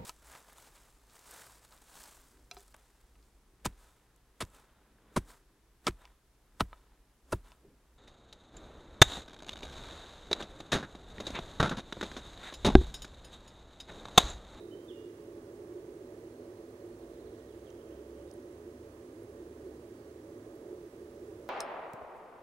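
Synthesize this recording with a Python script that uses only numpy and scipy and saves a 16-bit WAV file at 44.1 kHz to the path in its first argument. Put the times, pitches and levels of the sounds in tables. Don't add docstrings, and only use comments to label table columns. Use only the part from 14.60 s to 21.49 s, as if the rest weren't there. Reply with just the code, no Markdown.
import sys
import numpy as np
from scipy import signal
from scipy.fft import rfft, irfft
from scipy.io import wavfile

SR = 44100
rng = np.random.default_rng(int(sys.argv[2]) if len(sys.argv) > 2 else 0)


def dump(signal):
    limited = np.clip(np.atleast_2d(signal).T, -1, 1)
    pcm = np.round(limited * 32767).astype(np.int16)
    wavfile.write(sys.argv[1], SR, pcm)


N = 303849
TIME = np.arange(N) / SR
FREQ = np.maximum(np.arange(N // 2 + 1) * SR / N, 1)

# freq_hz, left_db_per_hz, right_db_per_hz
MIC_HISS = [(80, -128, -128), (298, -104, -104), (900, -105, -104), (1930, -107.3, -106),
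            (2880, -109, -105.8), (4750, -111, -107.6), (8250, -114.5, -108), (10600, -117, -108),
            (11850, -117, -112), (13600, -117, -115.5), (14200, -117, -116), (15600, -121, -121)]
# offset_ms, length_ms, pitch_hz, left_rms_db, right_rms_db
FRAME_BURSTS = [(6.5, 2, 6400, -99.5, -82.5), (3.3, .07, 15000, -97, -87), (4.8, 0.12, 9800, -92, -86.5),
                (9, 0.33, 6000, -98, -85), (3.4, 1.2, 16000, -89, -99)]
# start_s, centre_hz, width_hz, level_db (ahead of the envelope), decay_s
STALK_SNAPS = [(.245, 11000, 2980, -64, .005), (2.393, 11000, 2500, -63, .004),
               (3.1026, 6350, 1000, -44.5, 0.0015), (3.103, 2900, 1400, -56, 0.0029),
               (3.7126, 5940, 1200, -43.5, 0.0016), (3.713, 10200, 2000, -52.5, 0.0023),
               (3.7367, 9900, 1700, -49.5, 0.0022), (4.631, 10800, 2000, -62, .005),
               (5.954, 11800, 2500, -61.5, .004)]
# start_s, length_s, first_hz, middle_hz, last_hz, level_db, fade_db, scattered_share (0-1)
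BIRD_CALLS = [(0, 0.024, 4200, 3780, 3600, -57.5, 2, 0.8), (0.109, 0.046, 2965, 3054, 3040, -57, 0, 0.34),
              (.15, 0.15, 3060, 3160, 3120, -71, 2, 0), (0.279, 0.04, 3654, 3355, 2730, -52.5, -0.5, 0.46),
              (.312, 0.31, 2824, 2855, 2830, -56, 37, .3), (2.8, 0.064, 1810, 1890, 1880, -70, 0, .5),
              (5.042, .05, 4200, 4440, 4580, -76, 0, .15), (5.075, .17, 4520, 4710, 4750, -76, 4, .15),
              (5.285, 0.18, 4700, 4550, 4460, -78, 0, 0.2), (5.47, .05, 4340, 4300, 4280, -78, 0, .2)]
# length_s, first_hz, middle_hz, last_hz
FINCH_PIP = (.022, 4400, 4270, 3900)
FINCH_SWEEP = (.036, 4480, 3750, 2600)
# start_s, length_s, first_hz, middle_hz, last_hz,
# level_db (ahead of the reeds)
FINCH_FLOURISH = [(2.862, 0.078, 4500, 3350, 2700, -72.5), (3.03, 0.075, 4450, 3300, 2550, -72),
                  (3.188, 0.065, 2730, 3170, 3180, -72), (3.27, .025, 2970, 2650, 2400, -71),
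                  (3.302, .048, 2750, 3110, 3250, -71.5), (3.562, 0.091, 3200, 2950, 3070, -76),
                  (3.64, .08, 3400, 3750, 3850, -81)]
# freq_hz, level_db_per_hz
ROAR_SPECTRUM = [(20, -103), (48, -86), (110, -82.5), (185, -87), (260, -80), (345, -72), (440, -72),
                 (500, -82.5), (620, -85.5), (760, -90), (1230, -93), (1360, -97), (1850, -96.5),
                 (2500, -108)]
# centre_hz, width_hz, lift_db
ROAR_RESONANCES = [(123, 13, -1.5), (157, 6.6, 0.5), (251.6, 12.3, 8), (314.7, 15, 3), (342.6, 45, 4.5),
                   (367.4, 14, 2.5), (421, 22.4, 4.5), (470, 20, 3), (501, 14, -4.5), (516, 35, 6.5),
                   (570, 45, 8), (653, 26, 5.5)]
# pitch_hz, rms_db, waver_share (of the pitch), trend_db_per_s
DRONE_TONES = [(346, -54.5, 0.00449, -0.34), (570.6, -63, 0.00696, -0.5)]
# centre_s, length_s, pitch_hz, level_db
ROAR_SURGES = [(1.175, 0.027, 355, -45.5), (2.434, 0.045, 346.3, -46.5), (3.795, 0.03, 359, -44),
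               (5.066, 0.029, 355, -46), (5.328, 0.023, 345.3, -43), (5.935, 0.041, 347, -45.5),
               (6.134, 0.065, 360.2, -47.5), (6.69, 0.017, 415.8, -40.5)]
# time_s, low_mid_gain_db, upper_mid_gain_db
ROAR_SWELL = [(0, 1.5, -1), (.55, 2, -4), (.8, -0.5, -.5), (1.25, 1.1, -0.5), (2.1, -2.5, 1),
              (3.7, -0.8, 0), (4.2, -2.5, -1.5), (5.1, 1.3, -.5), (5.6, -1.5, -1), (5.9, -1.5, 0),
              (6.1, -1, 2.5), (6.35, 0, -1.5), (6.89, -1.8, 1)]
# freq_hz, gain_db
LEFT_MIC_SHADE = [(200, 0.5), (350, -3), (570, -6.5), (800, -9), (1200, -18.5), (2500, -22)]
# time_s, firing_hz
FIRING_RATE = [(0, 44.7), (2.1, 43.5), (2.38, 52.45), (2.85, 64.1), (3.2, 68.5), (3.55, 67.9), (4.05, 79.9),
               (4.3, 79.5), (5.25, 70.3), (5.6, 78.4), (6.89, 75)]
# start_s, end_s, level_db
THROTTLE_BURSTS = [(2.25, 2.7, -63), (2.77, 3.2, -63), (3.225, 3.667, -59), (3.86, 4.415, -61),
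                   (4.633, 5.22, -61), (5.347, 5.72, -66.5), (6.35, 6.891, -65)]


def undb(db):
    return 10 ** (np.asarray(db) / 20)


def unit(x):
    return x / np.sqrt(np.mean(x ** 2))


def bell(x, centre, width):
    return .5 ** ((2 * (x - centre) / width) ** 2)


def slope(hz, db):
    return np.interp(np.log(FREQ), np.log(hz), db)


def filtered(x, gain):
    return irfft(rfft(x) * gain, N)


def noise(db_per_hz):
    return filtered(rng.standard_normal(N), undb(db_per_hz)) * np.sqrt(SR / 2)


def band(hz, width_hz):
    return unit(filtered(rng.standard_normal(N), np.sqrt(bell(FREQ, hz, width_hz))))


def wander(rate_hz):
    return band(0, 2 * rate_hz)


def tone(hz):
    return np.sin(2 * np.pi * np.cumsum(hz) / SR)


def camera_noise(frame_hz=59.94, whine_hz=15734, whine_left_db=-91, whine_right_db=-81):
    hz, *sides = np.transpose(MIC_HISS)
    hiss = np.array([noise(slope(hz, db)) for db in sides])
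    buzz, in_frame_s = 0, TIME % (1 / frame_hz)
    for offset_ms, length_ms, pitch_hz, left_db, right_db in FRAME_BURSTS:
        age = in_frame_s - offset_ms / 1000
        burst = np.sqrt(bell(age, 0, length_ms / 1000)) * np.sin(2 * np.pi * pitch_hz * age)
        buzz += unit(burst) * undb([[left_db], [right_db]])
    whine = unit(np.sin(2 * np.pi * whine_hz * TIME)) * undb([[whine_left_db], [whine_right_db]])
    return hiss + buzz + whine


def stalks(left_db=-12, rise_s=0.00056):
    snaps = 0
    for start_s, hz, width_hz, db, decay_s in STALK_SNAPS:
        age = np.maximum(TIME - start_s, 0)
        envelope = (1 - np.exp(-age / rise_s)) * np.exp(-age / decay_s)
        snaps += band(hz, width_hz) * undb(db) * envelope
    return snaps * undb([[left_db], [0]])


def whistle(start_s, length_s, first_hz, middle_hz, last_hz, db, fade_db=0):
    note, inside = np.zeros(N), (TIME >= start_s) & (TIME < start_s + length_s)
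    progress = (TIME[inside] - start_s) / length_s
    glide_hz = np.polyval(np.polyfit([0, .5, 1], [first_hz, middle_hz, last_hz], 2), progress)
    arch = np.sqrt(2 * np.abs(np.sin(np.pi * progress)))
    note[inside] = arch * undb(db - fade_db * progress) * tone(glide_hz)
    return note


def repeat(note, count, start_s, gap_s, db, quicken_s=0, growth_db=0):
    starts = [start_s + k * gap_s - quicken_s * k * (k - 1) / 2 for k in range(count)]
    return sum(whistle(start, *note, db + k * growth_db) for k, start in enumerate(starts))


def finch():
    pips = repeat(FINCH_PIP, count=8, start_s=1.445, gap_s=.13, db=-73, quicken_s=.0015, growth_db=.3)
    trill = repeat(FINCH_SWEEP, count=7, start_s=2.411, gap_s=.0605, db=-70.5)
    return pips + trill + sum(whistle(*note) for note in FINCH_FLOURISH)


def scatter(x, t60_s):
    echoes = rng.standard_normal((2, SR)) * np.exp(-np.log(1000) * TIME[:SR] / t60_s)
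    echoes /= np.sqrt(np.sum(echoes ** 2, axis=1, keepdims=True))
    return signal.fftconvolve(x[None], echoes, axes=1)[:, :N]


def birds(ragged_db=2.6, song_direct_db=-6.5, song_echo_db=-2, call_blur_db=-11, left_db=-19):
    song = finch() * undb(ragged_db * wander(40))
    direct_calls, scattered_calls = 0, 0
    for *note, scattered_share in BIRD_CALLS:
        call = whistle(*note)
        direct_calls += np.sqrt(1 - scattered_share) * call
        scattered_calls += np.sqrt(scattered_share) * call
    scattered_song = undb(song_echo_db) * song
    reeds = scatter(scattered_song + undb(call_blur_db) * direct_calls, t60_s=.05)
    trees = scatter(scattered_calls, t60_s=.75) + scatter(scattered_song, t60_s=2.4)
    return (direct_calls + undb(song_direct_db) * song + reeds + trees) * undb([[left_db], [0]])


def drone(flutter_db=3.5):
    tones = 0
    for hz, db, waver_share, trend_db_per_s in DRONE_TONES:
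        wavering = tone(hz * (1 + waver_share * wander(3)))
        fading = undb(flutter_db * wander(4.8) + trend_db_per_s * TIME)
        tones += unit(wavering * fading) * undb(db)
    return tones


def surges(waver_share=0.0399):
    whoomps, wavering_time = 0, np.cumsum(1 + waver_share * wander(20.7)) / SR
    for centre_s, length_s, hz, db in ROAR_SURGES:
        envelope = np.sqrt(2 * bell(TIME, centre_s, length_s))
        whoomps += envelope * np.sin(2 * np.pi * hz * wavering_time) * undb(db)
    return whoomps


def traffic(air_db_per_octave=14, flutter_db=0.5, bass_hz=110, lead_rad_at_1khz=0.83):
    hz, db = np.transpose(ROAR_SPECTRUM)
    resonance_db = sum(lift * bell(FREQ, centre, width) for centre, width, lift in ROAR_RESONANCES)
    air_loss_db = air_db_per_octave * np.maximum(np.log2(FREQ / hz[-1]), 0)
    roar = noise(slope(hz, db) + resonance_db - air_loss_db) + drone() + surges()
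    times, *swells = np.transpose(ROAR_SWELL)
    low_db, upper_db = (np.interp(TIME, times, swell) for swell in swells)
    low_db += flutter_db * wander(3.5)
    low_mids, upper_mids = filtered(roar, bell(FREQ, 380, 200)), filtered(roar, bell(FREQ, 616, 450))
    right = roar + low_mids * (undb(low_db) - 1) + upper_mids * (undb(upper_db) - 1)
    shade = undb(slope(*np.transpose([(bass_hz, 0), *LEFT_MIC_SHADE])))
    phase_lead = np.exp(1j * lead_rad_at_1khz * (FREQ / 1000) ** 2)
    return np.array([filtered(right, shade * phase_lead), right])


def steady_engine(firing_hz=106.75, level_db=-67.5, flutter_db=3.5, waver_share=0.0086):
    hum = unit(tone(firing_hz * (1 + waver_share * wander(3.5))))
    return hum * undb(level_db + flutter_db * wander(13))


def departing_engine(idle_db=-86, rise_s=0.078, fall_s=0.04, flutter_db=0.5):
    firing_hz = np.interp(TIME, *np.transpose(FIRING_RATE))
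    gain = undb(idle_db)
    for start_s, end_s, db in THROTTLE_BURSTS:
        throttle = np.clip(np.minimum((TIME - start_s) / rise_s, 1 - (TIME - end_s) / fall_s), 0, 1)
        gain = np.maximum(gain, throttle * undb(db))
    return unit(tone(firing_hz)) * gain * undb(-flutter_db * wander(3.1))


def scene():
    return traffic() + departing_engine() + steady_engine() + birds() + stalks() + camera_noise()


def record(dry):
    return signal.sosfilt(signal.ellip(10, .2, 70, 15800, fs=SR, output="sos"), dry)


dry = scene()
out = record(dry)
dump(out)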